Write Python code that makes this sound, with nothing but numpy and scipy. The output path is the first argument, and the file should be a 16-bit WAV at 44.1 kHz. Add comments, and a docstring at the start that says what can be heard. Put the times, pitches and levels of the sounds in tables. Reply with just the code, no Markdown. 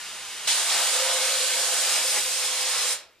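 """A spray gun blasts air and water into a vessel in a hard-walled booth: shaped noise with droplet clicks.
The vessel hums near one hollow note, noise through a narrow resonance; soft air hiss precedes the blast.
When the trigger is let go the booth rings out, in tails of sparse taps, over a faint room rumble.
Two close microphone ports pick it all up, along with a few soft low bumps."""
import sys
import numpy as np
from scipy import signal
from scipy.fft import rfft, irfft, next_fast_len
from scipy.io import wavfile
from scipy.ndimage import uniform_filter1d

SR = 44100
rng = np.random.default_rng(int(sys.argv[2]) if len(sys.argv) > 2 else 0)


def bounce(signal):
    """Save signal as a 16-bit WAV file at the path given by the first command-line argument."""
    frames = np.transpose(np.atleast_2d(signal))
    limited = np.clip(frames, -1, 1)
    pcm = np.round(limited * 32767).astype(np.int16)
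    wavfile.write(sys.argv[1], SR, pcm)


def gain_from_db(level_db):
    """Convert decibel levels to linear amplitude factors (20 dB per decade)."""
    decades = np.asarray(level_db, float) / 20
    return 10 ** decades


N = 141120  # samples, 3.2 s

# the blast over time: [t/s, level/dB, slope above the pivot/dB per octave, slope below it/dB per octave]
BLAST_COURSE = [(.475, -19.5, -2.5, 2.5), (.51, -20.5, -3.5, 3.5), (.545, -25.5, 0, 1),
                (.59, -24.5, -0.5, 1), (.66, -29.5, 1.5, 0.5), (.72, -22.5, -2, 1), (.77, -25, 0, -.5),
                (.83, -26.5, 1, 0), (1.1, -26, -0.5, 0.5), (1.4, -27, 0.5, 1), (1.6, -27, 1, .5),
                (1.91, -26, 1, 0), (1.96, -23.5, -.5, 1), (2.01, -28.5, 2, -1.5), (2.08, -27.5, 2.5, 2),
                (2.18, -26.5, 2, -2.5), (2.23, -29.5, 2, 1.5), (2.4, -28.5, 1, .5), (2.55, -29, .5, 0.5),
                (2.8, -26.5, 0, .5), (2.92, -28, 2, 0.5)]
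# spectrum of the blast: [f/Hz, relative level per Hz/dB]
BLAST_SPECTRUM = [(40, -45), (100, -35), (250, -25), (330, -19), (460, -14), (600, -8.5), (950, -6),
                  (1250, -6.5), (1600, -5.5), (2500, -3), (4000, -2), (6000, -4.5), (9200, -4),
                  (10500, -12), (11600, -15.5), (13000, -18.5), (14500, -22.5)]
# faint resonances that the jet excites while the gun points one way:
# [f/Hz, width/Hz, gain against the jet/dB, from t/s, to t/s]
JET_RESONANCES = [(686, 30, 0.5, 0.56, 1.85), (880, 120, -4.5, 0.4, 1.26), (1076, 18, -4, 2.2, 3.2),
                  (1534, 17, 4.5, 0.46, 1.8), (1733, 25, -6, 0.33, 1.5), (2050, 13, -17, 0.56, 2.3),
                  (2710, 25, -18, 1.76, 2.7), (3430, 24, -2, .9, 1.7), (3960, 21, -10, 0.34, 2.5),
                  (4060, 28, 3, 1.13, 1.64), (4120, 21, -2, 2.4, 3.4), (5140, 27, 6, 1.9, 3),
                  (7100, 43, -3.5, 2.2, 8), (7000, 46, -2, 0.61, 1.8), (8000, 40, -2.5, 0.49, 2.2)]
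# hollow note of the vessel: [t/s, f/Hz, level/dB]
HOLLOW_NOTE = [(.48, 522, -54), (.8, 530, -54), (.95, 528, -40), (1.15, 533, -40), (1.5, 519, -45),
               (1.65, 529, -48), (1.74, 510, -43), (1.85, 520, -51.5), (2.05, 519, -42.5),
               (2.3, 514, -50.5), (2.8, 503, -48), (2.92, 509, -47)]
# air alone before the blast: [t/s, level/dB]
AIR_COURSE = [(0.0, -38), (0.18, -39.5), (0.43, -37), (0.46, -34)]
# spectrum of the air hiss: [f/Hz, relative level per Hz/dB]
AIR_SPECTRUM = [(100, -20.5), (300, -18), (420, -13), (500, -11), (980, -5.5), (2100, -3), (3000, -2),
                (4400, -4), (6000, -6), (9500, -8), (11600, -19), (14500, -23)]
# decay of the booth: [f/Hz, time to fall 60 dB/s]
BOOTH_DECAY = [(250, 0.57), (1000, 0.47), (4000, 0.35), (9000, 0.21), (14000, 0.25)]
# spectrum of the room rumble: [f/Hz, relative level per Hz/dB]
RUMBLE_SPECTRUM = [(20, -16), (45, -28), (100, -10), (135, -21), (180, -25), (400, -17.5), (850, -25),
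                   (2700, -22.5), (6000, -30), (12000, -38)]
# soft low bumps on the microphone: [t/s, envelope peak level/dB]
MIC_BUMPS = [(.49, -60), (.55, -63), (.84, -65), (2.22, -61), (2.71, -63)]
# the two microphone ports: [f/Hz, likeness 0-1, phase by which left leads/rad, left minus right level/dB]
MIC_PORTS = [(25.2, 0.1, -0.5, 0), (60, 0.83, 0.5, -2), (199, 1, -1.5, 0.5), (694, 0.97, 0, -0.5),
             (1300, 0.85, 0, .5), (2300, 0.9, 0.5, 0.5), (3500, 0.72, 0.5, .5), (4850, 0.24, -0.5, 0),
             (6500, 0.32, 1.3, -1), (8000, .2, .8, -4.5), (9700, 0.5, 2, -6), (10800, 0, 4, -1),
             (11800, 0.74, 3.5, 4), (13000, 0, 2, 4), (14300, 0.1, 4, 15)]

OPEN_S, OPEN_RISE_S = 0.4705, 0.007
SHUT_S, SHUT_DB_PER_S = 2.929, 464
DROPS_PER_S, DROPS_DB, DROP_SPREAD_DB = 3000, -10, 2.8  # level is against the steady jet noise
PATCH_DB, FLICKER_DB = 1.1, 0.45  # unevenness of the blast, rms
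RING_FADE_S = 0.08
HOLLOW_WIDTH_HZ = 52  # of each of two passes
BOOTH_DB, RUMBLE_DB = -6.5, -63.5
BUMP_HZ, BUMP_S = 34, 0.018
PIVOT_HZ, SOFTEN_HZ = 4200, 300  # the moving slopes turn here; softening flattens them in the lows
AIR_LIKENESS_POWER = 0.52  # below 1: the air hiss is more alike in both ports than the blast
EDGE_HZ = 14230  # band limit


def trigger():
    """Flow through the valve: snaps open, dies quickly when let go."""
    t = np.arange(N) / SR
    opening = np.clip((t - OPEN_S) / OPEN_RISE_S, 0, 1)
    return opening * gain_from_db(-SHUT_DB_PER_S * np.maximum(t - SHUT_S, 0))


def droplets():
    """Bursting droplets: single-sample clicks at random moments, of random sign and strength."""
    clicks = (rng.random(N) < DROPS_PER_S / SR) * rng.choice([-1., 1.], N)
    strength_db = DROP_SPREAD_DB * np.minimum(rng.exponential(1, N), 5)
    return evened(clicks * gain_from_db(strength_db))


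def blast():
    """Turbulent jet noise with bursting droplets, tinged by faint resonances."""
    t = np.arange(N) / SR
    drive = rng.standard_normal(N) + gain_from_db(DROPS_DB) * droplets()
    above_db, below_db = along(BLAST_COURSE, column=2), along(BLAST_COURSE, column=3)
    jet = coloured(drive, BLAST_SPECTRUM, above_db, below_db, PATCH_DB, FLICKER_DB)
    rings = np.zeros(N)
    for hz, width_hz, gain_db, start_s, end_s in JET_RESONANCES:
        inside_s = np.minimum(t - start_s, end_s - t)
        fade = np.clip(inside_s / RING_FADE_S + 0.5, 0, 1)
        rings += gain_from_db(gain_db) * fade * resonate(jet, hz, width_hz)
    return gain_from_db(along(BLAST_COURSE, column=1)) * trigger() * evened(jet + rings)


def hollow():
    """The jet excites the air in the vessel: noise passed twice through one narrow, drifting resonance."""
    hz = along(HOLLOW_NOTE, column=1)
    once = resonate(rng.standard_normal(N), hz, HOLLOW_WIDTH_HZ)
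    note = resonate(once, hz, HOLLOW_WIDTH_HZ)
    return gain_from_db(along(HOLLOW_NOTE, column=2)) * trigger() * evened(note)


def air():
    """Soft hiss of air, shaped noise that the blast takes over from."""
    fade = gain_from_db(-200 * np.maximum(np.arange(N) / SR - OPEN_S, 0))  # 200 dB per s
    hiss = coloured(rng.standard_normal(N), AIR_SPECTRUM, patch_db=1.0)
    return gain_from_db(along(AIR_COURSE, column=1)) * fade * hiss


def booth(x, start_s=0.004):
    """Hard walls: two unrelated tails of sparse taps, each band dying at its own speed."""
    taps = np.zeros((2, SR))
    at = np.arange(int(start_s * SR), SR - 20, 20)  # one tap in every 20 samples
    at = at + rng.integers(0, 20, (2, len(at)))
    np.put_along_axis(taps, at, rng.choice([-1., 1.], at.shape), axis=1)
    hz, t, z = signal.stft(taps, SR, nperseg=256)
    decay = gain_from_db(-60 * t / read(BOOTH_DECAY, hz)[:, None])
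    tail = signal.istft(z * decay, SR, nperseg=256)[1]
    return signal.fftconvolve(x[None], tail / np.linalg.norm(tail[0]), axes=1)[:, :N]


def bumps():
    """Soft pushes on the microphone: short low sines under a bell curve, each at a random phase."""
    t = np.arange(N) / SR
    total = np.zeros(N)
    for at_s, peak_db in MIC_BUMPS:
        bell = np.exp(-((t - at_s) / BUMP_S) ** 2)
        total += gain_from_db(peak_db) * bell * np.sin(2 * np.pi * (BUMP_HZ * (t - at_s) + rng.random()))
    return total


def rumble():
    """Faint rumble of the room: steady noise with a low-weighted, patchy spectrum."""
    return gain_from_db(RUMBLE_DB) * coloured(rng.standard_normal(N), RUMBLE_SPECTRUM, patch_db=3.0)


def coloured(x, tone, above_db=0., below_db=0., patch_db=0., flicker_db=0.):
    """Gives x a spectrum, moving slopes, drifting patches and a flicker shared by all bands, at rms 1."""
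    hz, t, z = signal.stft(x, SR, nperseg=1024, noverlap=768)
    patches = uniform_filter1d(rng.standard_normal(z.shape), size=10, axis=0)
    patches = evened(uniform_filter1d(patches, size=14, axis=1))
    flicker = evened(uniform_filter1d(rng.standard_normal(len(t)), size=6))
    octaves = np.log2((hz[:, None] + SOFTEN_HZ) / (PIVOT_HZ + SOFTEN_HZ))
    above, below = (np.interp(t, np.arange(N) / SR, v * np.ones(N)) for v in (above_db, below_db))
    tilt = above * np.maximum(octaves, 0) + below * np.minimum(octaves, 0)
    gain_db = read(tone, hz)[:, None] + tilt + patch_db * patches + flicker_db * flicker
    return evened(signal.istft(z * gain_from_db(gain_db), SR, nperseg=1024, noverlap=768)[1][:N])


def resonate(x, hz, width_hz):
    """One resonance of gain 1 that may follow a curve: shift its pitch to 0 Hz, smooth, shift back."""
    turn = np.exp(2j * np.pi * np.cumsum(hz * np.ones(N)) / SR)
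    r = np.exp(-np.pi * width_hz / SR)
    return 2 * (turn * signal.lfilter([1 - r], [1, -r], x / turn)).real


def evened(x):
    """Scales to rms 1."""
    return x / np.sqrt(np.mean(x ** 2) + 1e-20)


def read(points, hz):
    """Reads a table on a log-frequency axis."""
    f, value = np.transpose(points)
    return np.interp(np.log(hz + 1), np.log(f + 1), value)


def along(table, column):
    """One column of a curve at every sample."""
    rows = np.array(table)
    return np.interp(np.arange(N) / SR, rows[:, 0], rows[:, column])


def ports(a, b, power=0.98):
    """Two close microphone ports: the right shares part of the left field, the rest is unrelated."""
    size = next_fast_len(N + 4096)
    hz, rows = np.fft.rfftfreq(size, 1 / SR), np.array(MIC_PORTS)
    same, phase, lean_db = (read(rows[:, [0, k]], hz) for k in (1, 2, 3))
    same = np.clip(same, 0, 0.99) ** power
    lean = gain_from_db(lean_db / 2)
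    # level of the left-right average, divided out so that it keeps the source's spectrum
    middle = np.sqrt(lean ** 2 + lean ** -2 + 2 * same * np.cos(phase)) / 2
    za, zb = rfft(a, size), rfft(b, size)
    left = lean * za
    right = (same * np.exp(-1j * phase) * za + np.sqrt(1 - same ** 2) * zb) / lean
    return irfft(np.array([left, right]) / middle, size)[:, :N]


def scene():
    """Gun, booth, rumble and bumps, reaching the ports as pairs of unrelated fields."""
    near, far = [], []
    for side in range(2):
        hiss, gun = air(), blast() + hollow()
        reverb = gain_from_db(BOOTH_DB) * booth(gun + hiss)[side]
        near.append(hiss)
        far.append(gun + reverb + rumble() + bumps())
    return ports(*near, AIR_LIKENESS_POWER) + ports(*far)


def band_limit(x):
    """A steep low-pass at the top of the band."""
    return signal.sosfilt(signal.butter(12, 14510, fs=SR, output="sos"), x)


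def record(dry):
    """Limits the band with a steep low-pass and returns the finished mix as stored."""
    lowpass = signal.firwin(511, EDGE_HZ, window=("kaiser", 9), fs=SR)
    mix = signal.oaconvolve(dry, lowpass[None], "same")
    return band_limit(mix)


dry = scene()
out = record(dry)
bounce(out)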